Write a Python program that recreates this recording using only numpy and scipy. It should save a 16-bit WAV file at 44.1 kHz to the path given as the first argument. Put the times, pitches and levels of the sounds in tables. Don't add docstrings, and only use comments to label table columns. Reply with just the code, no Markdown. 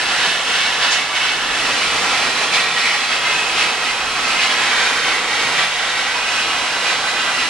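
import sys
import numpy as np
from scipy import signal
from scipy.fft import rfft, irfft, next_fast_len
from scipy.io import wavfile
from scipy.ndimage import uniform_filter1d, map_coordinates

SR = 44100
rng = np.random.default_rng(int(sys.argv[2]) if len(sys.argv) > 2 else 0)


def wav_record(signal):
    frames = np.transpose(np.atleast_2d(signal))
    bounded = np.clip(frames, -1, 1)
    quanta = np.round(bounded * 32767).astype(np.int16)
    wavfile.write(sys.argv[1], SR, quanta)


N = 330309
TIME = np.arange(N) / SR
FFT_SIZE = next_fast_len(N + 8192)
FREQ = np.fft.rfftfreq(FFT_SIZE, 1 / SR)

# (frequency [Hz], relative density [dB])
DRAUGHT_SPECTRUM = [(15, -5), (35, 0), (65, 2), (100, -9), (250, -41)]
BOOM_SPECTRUM = [(25, -8), (60, -17), (90, -9.5), (130, -5), (170, -5), (250, -3), (320, -1.5), (390, -2),
                 (460, -1), (560, -3.5), (800, -14), (1500, -43)]
SPLASH_SPECTRUM = [(300, -22.5), (560, -2), (750, 0), (900, 0.5), (1100, 0.5), (1400, 2), (1700, -1),
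                   (2600, -8), (5000, -33.5)]
HISS_SPECTRUM = [(2500, -24), (4000, 1.5), (5200, 0.5), (6500, -1), (8000, -4.5), (10000, -9.5),
                 (11200, -15), (12200, -22.5), (14000, -63)]
ROAR_SPECTRUM = [(600, -26.5), (1100, -17), (1700, -2.5), (2500, -1.5), (3300, -1.64), (4700, -7),
                 (5500, -9.5), (6500, -20.5), (10000, -46)]
# (peak time [s], length [s], rise [dB])
GUSTS = [(.3, .5, 4), (1.45, 0.56, 9), (2.0, .4, 13)]
# (frequency [Hz], width [Hz], relative strength [dB])
ROCK_MODES = [(184, 31, 0.5), (256, 51, 3.0), (474, 102, 3.5), (655, 130, 2.0), (741, 50, 6.0),
              (819, 91, 7.0), (965, 90, 8.5), (1061, 83, 9.0), (1147, 120, 6.5), (1271, 96, 7.5),
              (1341, 103, 7.5), (1448, 55, 2.5), (1729, 53, 1.0)]
# (frequency [Hz], width [Hz], relative strength [dB])
AIM_1_MODES = [(1476, 117, 4.5), (1580, 170, 4.5), (1750, 110, 6.0), (1960, 220, 2.5), (2238, 44, 3.5),
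               (2639, 145, 4.5), (2986, 170, 4.0), (3430, 100, 6.0), (3686, 170, -0.5), (4178, 117, 3.0)]
AIM_2_MODES = [(1578, 75, 3.5), (1901, 65, 7.0), (2074, 170, -1.0), (2295, 170, 1.5), (2375, 25, 3.5),
               (2579, 112, 7.5), (2945, 149, 2.0), (3305, 101, 1.0), (3553, 33, 6.5), (4107, 87, 3.5)]
AIM_3_MODES = [(1565, 124, 4.0), (1899, 70, 6.5), (2107, 160, 2.0), (2247, 60, 3.5), (2333, 57, 3.0),
               (2561, 170, 6.5), (2912, 144, 4.5), (3030, 25, 2.0), (3280, 64, 3.5), (3708, 84, 0.5),
               (4088, 88, 0.5)]
AIM_4_MODES = [(1523, 64, 9.5), (1589, 116, 8.5), (1885, 98, 5.0), (1996, 170, 7.0), (2272, 119, 7.5),
               (2518, 158, 0.0), (2755, 113, 2.5), (2903, 58, 2.5), (3106, 105, 3.0), (3534, 139, 2.0),
               (3821, 119, 5.0)]
AIM_5_MODES = [(1527, 27, 12.0), (1599, 170, 6.0), (1971, 133, 4.5), (2282, 54, 3.5), (2486, 107, 7.5),
               (2785, 67, 5.0), (2895, 128, 2.0), (3286, 25, 2.0), (3689, 93, -1.5), (4004, 110, 0.0)]
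SWING_TIMES = [1.6, 3.1, 4.58, 6.12]
# (time [s], flow [dB])
HOSE_FLOW = [(0.0, 0.5), (0.3, -0.5), (0.75, -1.0), (1.1, -2.5), (1.4, -2.7), (1.65, 3), (2.2, 3.5),
             (2.65, 0.5), (3.1, -1.6), (3.4, 1.2), (4.05, -1.2), (4.6, 1), (5.25, -0.5), (5.5, 2.7),
             (5.75, -3), (6.1, -2.5), (6.5, 0.3), (7.49, 0)]
# (peak time [s], length [s], surge at nozzle [dB], surge at roof [dB])
HOSE_SURGES = [(0.113, 0.16, 2.5, 1.7), (0.253, 0.15, 4.9, 4.5), (0.575, 0.25, 4.5, 0.5),
               (0.84, 0.091, 6.5, 3.9), (0.944, 0.11, 5.5, 2.3), (1.166, 0.032, 4, -3), (1.256, 0.18, 5, 1),
               (1.701, 0.045, -0.2, 4), (2.179, 0.16, 1.5, 1), (2.43, 0.06, 2.2, 2.2),
               (2.556, 0.097, 5.5, 3.5), (2.886, 0.28, 4, -0.7), (3.127, 0.063, 4.4, 1.5),
               (3.27, 0.17, 2.6, 3), (3.604, 0.13, 5.5, 2), (3.879, 0.09, 2.3, -2.5), (4.32, 0.22, 3, 3.5),
               (4.436, 0.085, 3.5, 1), (4.523, 0.05, 3.5, 1), (4.66, 0.32, 3.0, 2.5),
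               (4.838, 0.22, 3.3, 1.5), (5.08, 0.18, 2.5, 3.5), (5.36, 0.13, 0.6, 2.2),
               (5.613, 0.1, 5.5, 4.5), (5.775, 0.22, 1.5, 0.5), (5.97, 0.45, 2.5, 1.2),
               (6.364, 0.16, 3, 2.5), (6.896, 0.11, 3.5, 1.5), (7.395, 0.12, 2.3, 0)]
# (time [s], length [s], drop in feed [dB])
FEED_GAPS = [(0.426, 0.064, 1.5), (1.1, .1, 2), (1.39, 0.11, 0.5), (2.508, .04, 2.5), (2.73, .07, 1),
             (3.765, .07, 0.5), (4.007, 0.078, 0.5), (5.255, .07, 1)]
# (peak time [s], level [dB], length [s], centre [Hz], half-width [ln Hz])
MIX_SLUGS = [(.84, -22, 0.08, 4200, 0.27), (.928, -19.5, 0.063, 4850, 0.35), (2.13, -28, .16, 3200, .3),
             (2.552, -20, .04, 2920, 0.7), (2.864, -20.5, .1, 2220, 0.11), (3.607, -26, 0.046, 3600, 0.6),
             (6.878, -26, 0.097, 2500, 0.1)]
# (frequency [Hz], coherence [0-1])
PAIR_COHERENCE = [(30, .33), (70, .55), (140, .98), (400, .975), (700, .92), (1200, .84), (2000, .76),
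                  (3100, .71), (5000, .43), (8000, .35), (13000, .3)]
# (frequency [Hz], lead of left [rad])
PAIR_LEAD = [(2000, 0), (3700, -0.8), (5200, 1.14), (6600, 1.5), (8700, 1.24), (12000, 2.5)]
# (frequency [Hz], left minus right [dB])
PAIR_BALANCE = [(100, -1.9), (450, -2.6), (850, -2.5), (1000, -1), (1400, -2.3), (2000, -1.5), (3200, -1.3),
                (5000, -2.5), (7000, -4.2), (9000, -7.5), (10500, -9), (12500, 0)]


def amp(db):
    return 10 ** (np.asarray(db) / 20)


def unit(x):
    return x / np.sqrt(np.mean(x ** 2) + 1e-20)


def along(points):
    hz, value = np.transpose(points)
    return np.interp(np.log(FREQ + 1), np.log(hz), value)


def filtered(x, response):
    return irfft(rfft(x, FFT_SIZE) * response, FFT_SIZE)[..., :N]


def wobble(per_s):
    return map_coordinates(rng.standard_normal(int(N * per_s / SR) + 4), [TIME * per_s])


def swell(peak_s, length_s, attack_share=0.42, squareness=2.2):
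    offset = (TIME - peak_s) / length_s
    share = np.where(offset < 0, attack_share, 1 - attack_share)
    return np.exp(-np.abs(offset / share) ** squareness)


def turbulence(patchy_db):
    bands = signal.stft(rng.standard_normal((2, N)), nperseg=1024)[2]
    eddies = uniform_filter1d(rng.standard_normal(bands.shape[1:]), size=2, axis=0)
    eddies = uniform_filter1d(eddies, size=24, axis=1)
    return signal.istft(bands * amp(patchy_db * unit(eddies)), nperseg=1024)[1][:, :N]


def ringing(modes, ring_db):
    peaks = sum(amp(db + ring_db) ** 2 / (1 + (2 * (FREQ - hz) / width) ** 2) ** 2
                for hz, width, db in modes)
    return np.sqrt(1 + peaks)


def walls(t60_s, wet_db):
    tail = rng.standard_normal(N) * amp(-60 * TIME / t60_s)
    return np.abs(1 + amp(wet_db) * rfft(tail / np.linalg.norm(tail), FFT_SIZE))


def at_mics(noises, colour):
    spread = np.arccos(np.clip(along(PAIR_COHERENCE), -1, 1)) / 2
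    mid, side = filtered(noises, colour * np.array([np.cos(spread), np.sin(spread)]))
    return unit(np.array([mid + side, mid - side]))


def hose_feed():
    flow_db = np.interp(TIME, *np.transpose(HOSE_FLOW))
    nozzle_db = sum(db * swell(s, length) for s, length, db, _ in HOSE_SURGES)
    landing_db = sum(db * swell(s, length) for s, length, _, db in HOSE_SURGES)
    starved_db = sum(db * swell(s, length) for s, length, db in FEED_GAPS)
    return flow_db, nozzle_db - starved_db, landing_db


def draught():
    gust_db = sum(db * swell(s, length) for s, length, db in GUSTS)
    flutter_db = 1.5 * wobble(per_s=11)
    rumble = at_mics(turbulence(patchy_db=3.5), amp(along(DRAUGHT_SPECTRUM)))
    return amp(-55 + gust_db + flutter_db) * rumble


def tunnel_boom(flow_db, surge_db):
    colour = amp(along(BOOM_SPECTRUM)) * ringing(ROCK_MODES, ring_db=-0.5)
    boom = at_mics(turbulence(patchy_db=1.5), colour)
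    return amp(-36 + flow_db + 0.44 * surge_db) * boom


def roof_splash(flow_db, surge_db):
    colour = amp(along(SPLASH_SPECTRUM)) * ringing(ROCK_MODES, ring_db=-2.5)
    splash = at_mics(turbulence(patchy_db=1), colour * walls(t60_s=0.76, wet_db=-2.5))
    ticks = rng.standard_normal((2, N)) * (rng.random(N) < 1200 / SR)
    grit = at_mics(ticks, amp(along(ROAR_SPECTRUM)) + amp(along(HISS_SPECTRUM) - 14))
    clots_db = 0.96 * wobble(per_s=30)
    return amp(-25.5 + 0.6 * flow_db + 0.71 * surge_db + clots_db) * (splash + amp(-11.5) * grit)


def slugs(top_hz=10700):
    spits = np.zeros((2, N))
    lowpass = 1 / np.sqrt(1 + (FREQ / top_hz) ** 24)
    for peak_s, db, length, hz, width in MIX_SLUGS:
        age = np.maximum(1 + 2 * (TIME - peak_s) / length, 0)
        envelope = (age * np.exp(1 - age)) ** 2
        band = 1 / np.sqrt(1 + (np.log((FREQ + 1) / hz) / width) ** 6)
        spits += amp(db) * envelope * at_mics(rng.standard_normal((2, N)), band * lowpass)
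    return spits


def jet(flow_db, surge_db, swing_s=0.28):
    air = turbulence(patchy_db=1.82)
    colours = [ringing(ROCK_MODES + modes, ring_db=1.0) * walls(t60_s=0.49, wet_db=-5.5)
               for modes in (AIM_1_MODES, AIM_2_MODES, AIM_3_MODES, AIM_4_MODES, AIM_5_MODES)]
    roar, *later_roars = [at_mics(air, amp(along(ROAR_SPECTRUM)) * colour) for colour in colours]
    for s, next_roar in zip(SWING_TIMES, later_roars):
        swung = np.clip(0.5 + (TIME - s) / swing_s, 0, 1)
        roar = (1 - swung) * roar + swung * next_roar
    hiss = at_mics(turbulence(patchy_db=1), amp(along(HISS_SPECTRUM)) * walls(t60_s=0.62, wet_db=-8))
    roar *= amp(-20.5 + 0.55 * flow_db + 0.97 * surge_db)
    hiss *= amp(-29 + 0.7 * flow_db + 0.54 * surge_db)
    sputter_db = 0.39 * wobble(per_s=24)
    return amp(sputter_db) * (roar + hiss)


def scene():
    flow_db, nozzle_db, landing_db = hose_feed()
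    lance = jet(flow_db, nozzle_db) + slugs()
    rock = roof_splash(flow_db, landing_db) + tunnel_boom(flow_db, landing_db)
    return lance + rock + draught()


def record(dry, ceiling=0.95, top_hz=14150):
    tilt = amp(along(PAIR_BALANCE) / 2) * np.exp(0.5j * along(PAIR_LEAD))
    pair = filtered(dry, np.array([tilt, 1 / tilt]))
    rounded = pair / (1 + (pair / ceiling) ** 6) ** (1 / 6)
    return filtered(rounded, FREQ < top_hz)


dry = scene()
out = record(dry)
wav_record(out)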